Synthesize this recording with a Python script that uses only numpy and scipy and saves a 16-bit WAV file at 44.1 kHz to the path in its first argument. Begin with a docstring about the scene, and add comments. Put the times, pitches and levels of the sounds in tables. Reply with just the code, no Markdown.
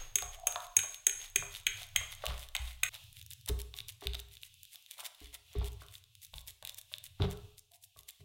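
"""On a kitchen worktop, a steel fork mashes boiled potato in a glass bowl close by, and a hard room answers.
Tines clink on glass in the first three seconds; then the fork mostly pats the mash, with faint drags over
the glass near the end. Clinks, knocks, thumps and hollow snaps are sums of fading sine waves, most with bursts
of noise. Squelches and the drag hum are crackling noise, a squeak is a rising tone, the background is
wavering noise, and echoes are fading noise."""
import sys
import numpy as np
from scipy import signal
from scipy.fft import rfft, irfft, next_fast_len
from scipy.io import wavfile
from scipy.ndimage import map_coordinates

SR = 44100
rng = np.random.default_rng(int(sys.argv[2]) if len(sys.argv) > 2 else 0)


def transcribe(signal):
    """Save signal, clipped to [-1, 1], as a 16-bit WAV file at the path in sys.argv[1]."""
    frames = np.atleast_2d(signal).T
    limited = np.clip(frames, -1, 1)
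    pcm = np.round(limited * 32767).astype(np.int16)
    wavfile.write(sys.argv[1], SR, pcm)


N = 363384  # length in samples


def amp(db):
    """Turn decibels into a plain multiplier."""
    return 10 ** (np.asarray(db) / 20)


def unit(x):
    """Scale a sound to an average (rms) level of 1."""
    return x / np.sqrt(np.mean(x ** 2) + 1e-20)


def along(points, hz):
    """Read a curve of (frequency, value) points, with frequency on a log axis."""
    point_hz, values = np.transpose(points)
    return np.interp(np.log(hz + 1), np.log(point_hz + 1), values)


def curves(rows):
    """Draw one value per sample for each column after the time."""
    times, *columns = np.transpose(rows)
    return [np.interp(np.arange(N) / SR, times, column) for column in columns]


def filtered(x, response):
    """Multiply each frequency of x by the response at that frequency."""
    size = next_fast_len(N + SR // 2)
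    spectrum = rfft(x, size) * response(np.fft.rfftfreq(size, 1 / SR))
    return irfft(spectrum, size)[..., :N]


def colour(x, spectrum):
    """Shape x with a spectrum curve, then scale it to rms 1."""
    return unit(filtered(x, lambda hz: amp(along(spectrum, hz))))


def crackle(rate, spread_db, life):
    """Make noise in tiny fading bursts of very unequal size, about `rate` a second, `life` in seconds."""
    starts = rng.random(N) < rate / SR
    sizes = starts * amp(spread_db * np.minimum(rng.exponential(size=N), 3.5))
    bursts = signal.lfilter([1], [1, -np.exp(-1 / (life * SR))], sizes)
    return unit(bursts * rng.standard_normal(N))


def puff(db, t60):
    """Make a noise burst with the given peak level that falls 60 dB in t60 seconds."""
    t = np.arange(round(t60 * SR)) / SR
    burst = amp(-60 * t / t60) * rng.standard_normal(len(t))
    return amp(db) * burst / np.abs(burst).max()


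def band(x, lo_hz, hi_hz):
    """Keep only the sound between two frequencies, the upper one at most 0.45 of the sample rate."""
    sos = signal.butter(3, [lo_hz, min(hi_hz, .45 * SR)], "bandpass", fs=SR, output="sos")
    return signal.sosfilt(sos, x)


def add(track, s, sound):
    """Mix a sound into the track at time s."""
    part = track[max(round(s * SR), 0):][:len(sound)]
    part += sound[:len(part)]


def ring(modes, extra_db, attack, scatter_db, turns, length):
    """Ring every mode (a natural tone of an object) after one blow, each time a little differently.

    extra_db gives the blow's level at each frequency; starting phases vary within `turns` of a cycle.
    """
    t = np.arange(round(length * SR)) / SR
    hz, db, t60 = np.transpose(modes)[..., None]
    db = db + extra_db(hz) + scatter_db * rng.standard_normal(hz.shape)
    tones = np.sin(2 * np.pi * (hz * t + turns * rng.random(hz.shape)))
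    fading = amp(db - 60 * t / t60) * tones
    return fading.sum(0) * (1 - np.exp(-t / attack)) ** 2


def earlier_stroke():
    """The room still answers a clink that came just before: two bands of noise die away together."""
    fade = amp(-60 * np.arange(N) / SR / 0.54)
    noise = rng.standard_normal((2, N))
    dull = amp(-54) * unit(band(noise[0], 378, 2600))
    bright = amp(-52) * unit(band(noise[1], 6400, 6640))
    return fade * (dull + bright)


# background levels before wavering: (time [s], worktop's deep shake [dB], hum [dB], hiss [dB])
BACKGROUND_LEVELS = [(0, -52, -62.5, -55.5), (.3, -51.5, -64.5, -68), (.87, -71.5, -80, -71),
                     (1.45, -56, -65, -73), (2.0, -59.5, -58.5, -62), (2.6, -47.5, -70, -66),
                     (3.0, -71, -60, -66), (3.4, -88, -60.5, -68.5), (3.6, -61, -61.5, -72),
                     (4.2, -77.5, -61.5, -77), (4.6, -84, -71.5, -62), (4.9, -100, -95.5, -67.5),
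                     (5.7, -74, -57, -68.5), (6.1, -81, -70.5, -68.5), (6.9, -86, -72, -72.5),
                     (7.4, -65.5, -54.5, -67.5), (7.8, -92.5, -79, -77.5), (8.24, -91.5, -98, -71.5)]
# relative spectra of the shake, the hum and the hiss: (frequency [Hz], level [dB per Hz])
DEEP_SPECTRUM = [(10, -15), (22, 12.5), (40, -4), (70, -33.5), (150, -81)]
HUM_SPECTRUM = [(50, -36), (80, 2.5), (105, 4), (150, -12.5), (200, -35), (500, -76.5)]
HISS_SPECTRUM = [(300, -45), (1800, -30), (2600, 1), (3600, 2.5), (4600, -6), (8000, -10), (16000, -10.5)]
WAVER_DB, WAVER_RATE = 3, 10  # typical size of the wavering [dB]; changes a second


def background():
    """Worktop rumble, a low hum and a hiss are shaped noise, and each wavers on its own."""
    noise = rng.standard_normal((3, N))
    spectra = (DEEP_SPECTRUM, HUM_SPECTRUM, HISS_SPECTRUM)
    out = np.zeros(N)
    for level_db, row, spectrum in zip(curves(BACKGROUND_LEVELS), noise, spectra):
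        # random points joined by a smooth curve
        waver_db = WAVER_DB * map_coordinates(rng.standard_normal(200), [np.arange(N) * WAVER_RATE / SR])
        out += amp(level_db + waver_db) * colour(row, spectrum)
    return out


# the fork's pushes on the loaded bowl, levels before trims:
# (time [s], level [dB], level of the lowest modes [dB])
KNOCKS = [(0.155, -41.5, -47.5), (0.222, -28.5, -58), (0.469, -28.5, -57), (0.5581, -21, -84),
          (.578, -58, -83), (0.765, -39, -54), (0.833, -32, -77), (1.066, -36, -47), (1.357, -39, -45),
          (1.424, -31, -55), (1.673, -52.5, -56), (1.955, -37.5, -58), (2.011, -35.5, -65),
          (2.238, -21, -65), (2.307, -35, -47.5), (2.553, -31, -78), (2.83, -36.5, -58.5),
          (3.496, -35, -32), (3.739, -46.5, -62.5), (4.021, -40, -45), (4.05, -52, -43), (4.146, -51, -56),
          (4.747, -58, -86.5), (4.97, -52, -78), (4.99, -38, -81), (5.03, -46.5, -79), (5.213, -50, -48.5),
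          (5.551, -39.5, -36), (5.614, -36, -40.5), (5.818, -41, -55.5), (6.336, -42.5, -79.5),
          (6.481, -61, -74), (6.625, -41, -74), (6.916, -45, -74.5), (7.201, -33.5, -29), (7.22, -35, -46),
          (7.239, -36, -32.5), (7.28, -44, -49), (7.962, -51.5, -69.5), (8.0, -58, -68),
          (8.203, -55.5, -57)]
# tones of the loaded bowl: (frequency [Hz], level [dB], time to fall 60 dB [s])
BOWL_MODES = [(288.6, -5, 0.089), (401.8, -1, 0.23), (418, -2.5, 0.22), (563, -14, 0.061), (622, -3.5, 0.1),
              (712, 0, 0.087), (851, -5, 0.037), (1121, 3.5, 0.046)]


def knocks():
    """The mash damps the bowl, so its low modes ring briefly over a rough thud."""
    rings, thuds, dull = np.zeros((3, N))
    for s, db, lower_db in KNOCKS:
        level = lambda hz: np.where(hz < 480, lower_db - 6.0, db - 16.5)
        add(rings, s, ring(BOWL_MODES, level, attack=0.001, scatter_db=3.5, turns=0.95, length=0.45))
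        add(thuds, s, puff(db + 12.5, t60=0.016))
        add(dull, s, puff(lower_db + 10.5, t60=0.14))
    thuds = band(band(thuds, 490, 1500), 450, 3000)
    return rings + thuds + band(dull, 315, 520)


# tines hitting glass, levels before trims:
# (time [s], high ring's level [dB], body's level relative to it [dB])
CLINKS = [(0.1566, -10.5, -13), (0.1857, -31.5, 6), (0.4707, -12.5, -11), (0.7677, -7, -15.5),
          (0.7904, -26, 6.5), (1.068, -7.5, -13), (1.0955, -30, 2.5), (1.3599, -11, -8),
          (1.6677, -22.5, 7.5), (1.6778, -36, -1.5), (1.9616, -17.5, 1), (1.9734, -36.5, 2),
          (2.5512, -30, 7), (2.834, -19, 4.5), (2.8404, -35.5, -9.5), (2.863, -39, 6)]
# tones of fork and glass: (frequency [Hz], level [dB], time to fall 60 dB [s])
GLASS_MODES = [(1487, -15, 0.05), (2102, 2.5, 0.019), (2472, 7, 0.019), (3208, 8, 0.015), (3723, 5, 0.011),
               (6503, -6, 0.033), (6547, -10, 0.028), (6620, -22, 0.016), (7036, -11, 0.03),
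               (7500, -5.5, 0.024), (8080, 1, 0.017), (8400, -8, 0.0245), (9990, -1.5, 0.017),
               (10440, -5.5, 0.018), (12150, -9, 0.013), (12990, -8.5, 0.015), (15700, -9.5, 0.018)]
TOP_DB, TOP_FOLLOWS = -6, 0.38  # top modes relative to the high ring [dB]; dB they gain per dB of body


def clinks():
    """Fork and glass ring shortly over a dull and a bright crack at the contact."""
    rings, dull, bright = np.zeros((3, N))
    for s, db, body_db in CLINKS:
        top_db = TOP_DB + TOP_FOLLOWS * body_db
        # body below 5 kHz, high ring up to 7 kHz, top modes above
        level = lambda hz: db + np.where(hz < 5000, body_db - 9, np.where(hz < 7000, 0, top_db))
        start = s - .001
        add(rings, start, ring(GLASS_MODES, level, attack=0.00047, scatter_db=2.0, turns=0.16, length=.15))
        add(dull, start, puff(db + body_db + 10, t60=0.026))
        add(bright, start, puff(db + top_db + 5, t60=0.028))
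    return band(rings, 720, 20000) + band(dull, 1654, 3420) + band(bright, 6400, 22000)


# how fast echoes die: (frequency [Hz], time to fall 60 dB [s])
ROOM_FADE = [(200, 0.47), (1000, 0.57), (3000, 0.51), (7000, 0.52), (15000, 0.46)]
# how loud the echoes are: (frequency [Hz], echo level [dB])
ROOM_LEVEL = [(200, -8), (450, -4), (1000, 0), (3000, -7.5), (7000, -7.5), (15000, -14)]


def room(x):
    """Echoes die at their own speed at each frequency; each third of a second of sound gets a new pattern."""
    out, step = np.zeros(N + SR), SR // 3
    for start in range(0, N, step):
        hz, t, noise = signal.stft(rng.standard_normal(SR), SR, nperseg=256)
        fade = amp(-60 * t / along(ROOM_FADE, hz)[:, None])
        energy = np.sum(fade ** 2, 1, keepdims=True) * 128  # 128 samples between frames
        fade *= amp(along(ROOM_LEVEL, hz))[:, None] / np.sqrt(energy)
        tail = signal.istft(noise * fade, SR, nperseg=256)[1][:SR - 400]
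        # the echoes begin 300 samples after the sound
        add(out, (start + 300) / SR, signal.fftconvolve(x[start:start + step], tail))
    return out[:N]


# small random snaps: level over the squelch's wet body [dB], treble over its fizz [dB], spread [dB]
SMALL_HOLLOW_DB, SMALL_TREBLE_DB, SMALL_SCATTER_DB = 10, 12, 3.5
STRAY_DB, STRAY_SCATTER_DB = -50.5, 2.5  # faint snaps as the mash settles: level before trims, spread


def small_snaps(count, stray_count):
    """Scatter `count` snaps around each squelch, and faint strays anywhere, as (s, hollow dB, treble dB)."""
    s, half, fizz_db, wet_db = np.repeat(SQUELCHES, count, 0).T
    when, low, high = rng.standard_normal((len(s), 3)).T
    hollow_db = wet_db + SMALL_HOLLOW_DB + SMALL_SCATTER_DB * low
    treble_db = fizz_db + SMALL_TREBLE_DB + SMALL_SCATTER_DB * high
    inside = np.transpose([s + half * when, hollow_db, treble_db])
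    stray_levels = STRAY_DB + STRAY_SCATTER_DB * rng.standard_normal((stray_count, 2))
    strays = np.c_[rng.random(stray_count) * N / SR, stray_levels]
    return np.vstack([inside, strays])


# snaps of sticky mash off the tines at set times, strong and faint, levels before trims:
# (time [s], level in the bowl's hollow [dB], treble relative to it [dB])
SNAPS = [(0.2224, -26.5, -2), (0.5232, -27, -8.5), (0.5586, -21.5, -23), (0.603, -32, -12),
         (0.8324, -33.5, -9.5), (0.9438, -30.5, -2.5), (1.5494, -29, -16), (1.5604, -28, -14.5),
         (1.8307, -32, -5.5), (2.2554, -25.5, -5.5), (2.2648, -19, -11), (2.2884, -30.5, -18.5),
         (2.3934, -45.5, 5), (2.5546, -28, -13), (2.5644, -22.5, -8), (2.6758, -37.5, -13.5),
         (2.9522, -50.5, -10.5), (3.1682, -37, -5.5), (3.2136, -33.5, -9.5), (3.2625, -39.5, -2),
         (3.3114, -31, -22), (3.3324, -39, -4), (3.46, -41, 6), (3.4874, -23, -0.5), (3.4929, -28, -24),
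         (3.6017, -40, -6.5), (3.7394, -30, -20.5), (3.7868, -24, -12), (3.8033, -25.5, -16.5),
         (3.8906, -31, -6.5), (4.0696, -17, -17), (4.151, -27.5, -23), (4.1924, -30, -15),
         (4.1974, -33.5, -9), (4.369, -37.5, -13), (4.4323, -33, -8), (4.6314, -41.5, 3.5),
         (4.6514, -44.5, -2.5), (4.9104, -32.5, -1.5), (4.9167, -36, -4.5), (4.9964, -39.5, -0.5),
         (5.0479, -48, 8.5), (5.0619, -36.5, 1.5), (5.3472, -43.5, 3), (5.6436, -34, -6),
         (5.6644, -50.5, 2.5), (5.884, -40.5, -12.5), (5.9529, -38, -9), (5.9808, -50.5, -2),
         (6.1519, -43, -3), (6.2174, -44, 0), (6.2484, -39.5, -9.5), (6.3395, -37.5, -11.5),
         (6.3814, -33, -12.5), (6.4792, -39, 2), (6.6253, -35, -6.5), (6.6498, -27, -2),
         (6.6727, -31.5, -3.5), (6.6937, -27.5, -5.5), (6.7441, -41, 2), (6.782, -70, -4),
         (6.9381, -25.5, -18.5), (6.9825, -36.5, -2.5), (7.0638, -33, -14), (7.2205, -25, -22),
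         (7.3108, -40, 2), (7.5807, -48, 5), (7.7568, -54, 4), (7.8376, -43, -4.5), (7.9897, -47, 3),
         (8.099, -39, -14.5)]
# tones of the air in the bowl: (frequency [Hz], level [dB], time to fall 60 dB [s])
HOLLOW_MODES = [(1150, -20, 0.0071), (1840, -16, 0.0066), (2990, -5.5, 0.0054), (3583, 1, 0.0054),
                (3930, -10, 0.0013)]


def snaps():
    """Sticky mash lets go with a tick: the bowl's hollow rings briefly, with a tiny puff of treble."""
    hollow, bright = np.zeros((2, N))
    timed = [(s, db, db + treble_db) for s, db, treble_db in SNAPS]
    for s, hollow_db, bright_db in timed + list(small_snaps(count=2, stray_count=60)):
        level = lambda hz: hollow_db - 0.5
        tick = ring(HOLLOW_MODES, level, attack=.0001, scatter_db=3, turns=0.19, length=.012)
        add(hollow, s + 0.00073, tick)
        add(bright, s + .0008, puff(bright_db + 8, t60=0.0056))
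    return band(hollow, 1400, 12000) + band(bright, 4800, 18140)


# the bowl thumping on the worktop, levels before trims:
# (time [s], level [dB], upper modes relative to it [dB])
THUMPS = [(0.225, -49, -14), (0.768, -61.5, 9), (1.378, -46, -0.5), (1.955, -46.5, -9.5),
          (2.275, -38.5, -7.5), (2.6, -41, -20), (3.495, -34, -4.5), (4.062, -37, -13.5),
          (5.216, -55, -14.5), (5.566, -28, -8), (6.335, -47, -15), (6.62, -65.5, 0), (7.201, -29.5, -0.5),
          (7.238, -39.5, 8.5), (7.959, -66.5, 0.5), (8.199, -65, 9)]
# tones of the worktop: (frequency [Hz], level [dB], time to fall 60 dB [s])
WORKTOP_MODES = [(36.4, -8, 0.42), (60.36, -3, 0.53), (93.4, 5.5, 0.25), (141.5, -2, 0.34),
                 (185, -11.5, 0.33)]
CONTACT_S = 0.0051  # how slowly a thump sets in


def thumps():
    """A soft contact swings the worktop up slowly, and its deep tones ring on."""
    out = np.zeros(N)
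    for s, db, upper_db in THUMPS:
        level = lambda hz: db + 6.0 + np.where(hz < 75, 0, upper_db - 4.0)
        thump = ring(WORKTOP_MODES, level, attack=CONTACT_S, scatter_db=4.0, turns=0.081, length=0.69)
        add(out, s - .003, thump)
    return out


# mash squeezed through the tines, levels before trims:
# (time of the peak [s], half length before stretching [s], fizz level [dB], wet body level [dB])
SQUELCHES = [(0.344, .016, -59, -50), (0.646, .016, -56, -52), (0.94, .023, -59, -57),
             (1.241, .043, -60, -50.5), (1.562, .041, -57, -51.5), (1.815, .041, -56, -47.5),
             (2.129, .014, -54.5, -48.5), (2.3, .058, -62.5, -46.5), (2.422, .036, -55.5, -51.5),
             (2.69, .056, -59, -51.5), (2.951, .018, -58, -47.5), (3.185, .026, -59, -57.5),
             (3.321, .012, -54, -56.5), (3.49, .009, -46, -42.5), (3.603, .01, -51, -49.5),
             (3.78, .02, -56.5, -54), (3.896, .0085, -49, -50), (4.046, .023, -63, -51.5),
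             (4.149, .0067, -53, -43.5), (4.193, .01, -56, -74), (4.338, .018, -62, -59),
             (4.453, .02, -57, -58), (4.739, .017, -57, -58), (4.928, .028, -61.5, -56),
             (5.006, .017, -52.5, -47), (5.061, .015, -48.5, -46.5), (5.245, .041, -64.5, -55),
             (5.349, .013, -55, -49), (5.595, .054, -82.5, -53.5), (5.666, .015, -53, -51),
             (5.825, .02, -66.5, -57.5), (5.951, .027, -59, -59), (6.237, .01, -51.5, -55),
             (6.378, .033, -60.5, -60.5), (6.494, .015, -52.5, -52.5), (6.686, .03, -64, -53.5),
             (6.787, .0085, -48, -51), (6.936, .02, -60, -55.5), (7.06, .014, -52.5, -54.5),
             (7.234, .019, -74, -44.5), (7.271, .042, -78.5, -55.5), (7.324, .017, -59.5, -54.5),
             (7.585, .0074, -59, -66.5), (7.752, .02, -65, -68.5), (7.841, .013, -57.5, -69.5),
             (7.991, .015, -60, -61), (8.092, .01, -54, -57), (8.209, .012, -74, -65)]
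# relative spectra of the fizz, the wet body and the low slop: (frequency [Hz], level [dB per Hz])
FIZZ_SPECTRUM = [(1500, -72), (4500, -10), (7000, -2), (9000, 1), (12000, 0), (15500, -4.5)]
WET_SPECTRUM = [(500, -70), (1300, -28.5), (2000, -3), (2600, -4.5), (3600, 0.5), (4500, -9), (6000, -19),
                (9000, -37)]
SLOP_SPECTRUM = [(300, -57.5), (550, -1.5), (720, -1.5), (1000, -4), (1500, -6), (2600, -50.5)]
RISE_SHARE, FALL_SHARE = 1.08, 0.79  # stretch of the half length before and after the peak
# slop level before its trim [dB]; dB gained per dB of wet body; dB lost per dB of fizz over the body
SLOP_DB, SLOP_FOLLOWS, FIZZ_THINS = -59, 2.2, .4


def squelch():
    """Air pockets in the mash fizz and crackle while the tines press in or pull out."""
    swells = np.zeros((3, N))
    t = np.arange(-SR // 4, SR // 4) / SR
    for s, half, fizz_db, wet_db in SQUELCHES:
        width = max(half, .003) * np.where(t < 0, RISE_SHARE, FALL_SHARE)
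        shape = amp(-6 * np.abs(t / width) ** 1.83)
        slop_db = SLOP_DB + SLOP_FOLLOWS * (wet_db + 51) - FIZZ_THINS * (fizz_db - wet_db)
        for swell, db in zip(swells, (fizz_db, wet_db, slop_db)):
            add(swell, s - .25, amp(db) * shape)
    grains = crackle(rate=900, spread_db=3.5, life=0.00075) + 0.62 * rng.standard_normal(N)
    fizz = swells[0] * amp(2.0) * colour(grains, FIZZ_SPECTRUM)
    wet = swells[1] * amp(-3.0) * colour(grains, WET_SPECTRUM)
    slop = swells[2] * amp(-13.5) * colour(grains, SLOP_SPECTRUM)
    return fizz + wet + slop


# the fork's back dragging over the glass: (time [s], length before the fade-out [s], level [dB])
DRAGS = [(0.352, 0.17, -53.5), (7.711, 0.036, -71), (7.814, 0.036, -85), (8.07, 0.036, -75)]
# relative spectrum of the hum, strongest at one bowl mode: (frequency [Hz], level [dB per Hz])
DRAG_SPECTRUM = [(500, -67), (660, 2.5), (727, 10.5), (800, -10), (1100, -20), (1500, -62)]


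def drags():
    """The dragging fork makes one bowl mode hum: it starts abruptly, eases off, then fades out."""
    t = np.arange(N) / SR
    pull = np.zeros(N)
    for s, length, db in DRAGS:
        pull += amp(db) * np.interp(t, [s, s + .006, s + length, s + length + .04], [0, 1, .7, 0])
    return pull * colour(crackle(rate=150, spread_db=3.5, life=0.0047), DRAG_SPECTRUM)


# air escaping a pocket: time [s], length [s], from frequency [Hz], to frequency [Hz], level [dB]
SQUEAK = (5.385, .045, 4400, 4650, -72)


def squeak():
    """Escaping air gives a faint whistle whose pitch rises steadily."""
    s, length, from_hz, to_hz, db = SQUEAK
    out = np.zeros(N)
    progress = np.linspace(0, 1, round(length * SR))
    cycles = np.cumsum(from_hz + (to_hz - from_hz) * progress) / SR
    swell = np.sin(np.pi * progress) ** .5
    add(out, s, amp(db) * swell * np.sin(2 * np.pi * cycles))
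    return out


# faint difference between left and right: (frequency [Hz], side level relative to the middle [dB])
SIDE_LEVEL = [(60, -53), (1000, -34), (4000, -43), (12000, -31)]
ECHO_BREAK_S = 2.892  # the echoes so far stop short here, and only later sounds echo on


def scene():
    """Mix the sources with the room's echoes, then spread the mix slightly to left and right."""
    near = snaps() + squelch() + squeak()
    dry = clinks() + knocks() + drags()
    sent = dry + amp(-4) * near  # the mash sounds are close to the microphone, so they send less into the room
    first = np.arange(N) < ECHO_BREAK_S * SR
    echoes = np.where(first, room(sent * first), room(sent * ~first))
    mid = dry + near + echoes + thumps() + earlier_stroke() + background()
    # the side is a faint copy, 40 samples late and turned a quarter cycle
    side = filtered(np.roll(mid, 40), lambda hz: 1j * amp(along(SIDE_LEVEL, hz)))
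    return np.array([mid + side, mid - side])


ROLL_HZ, TOP_HZ = 15900, 17100  # where the treble turns weak, and where it ends


def record(dry):
    """Weaken the highest treble by 32 dB and let nothing through from the top limit up."""
    return filtered(dry, lambda hz: np.where(hz < ROLL_HZ, 1, amp(-32.0)) * (hz < TOP_HZ))


dry = scene()
out = record(dry)
transcribe(out)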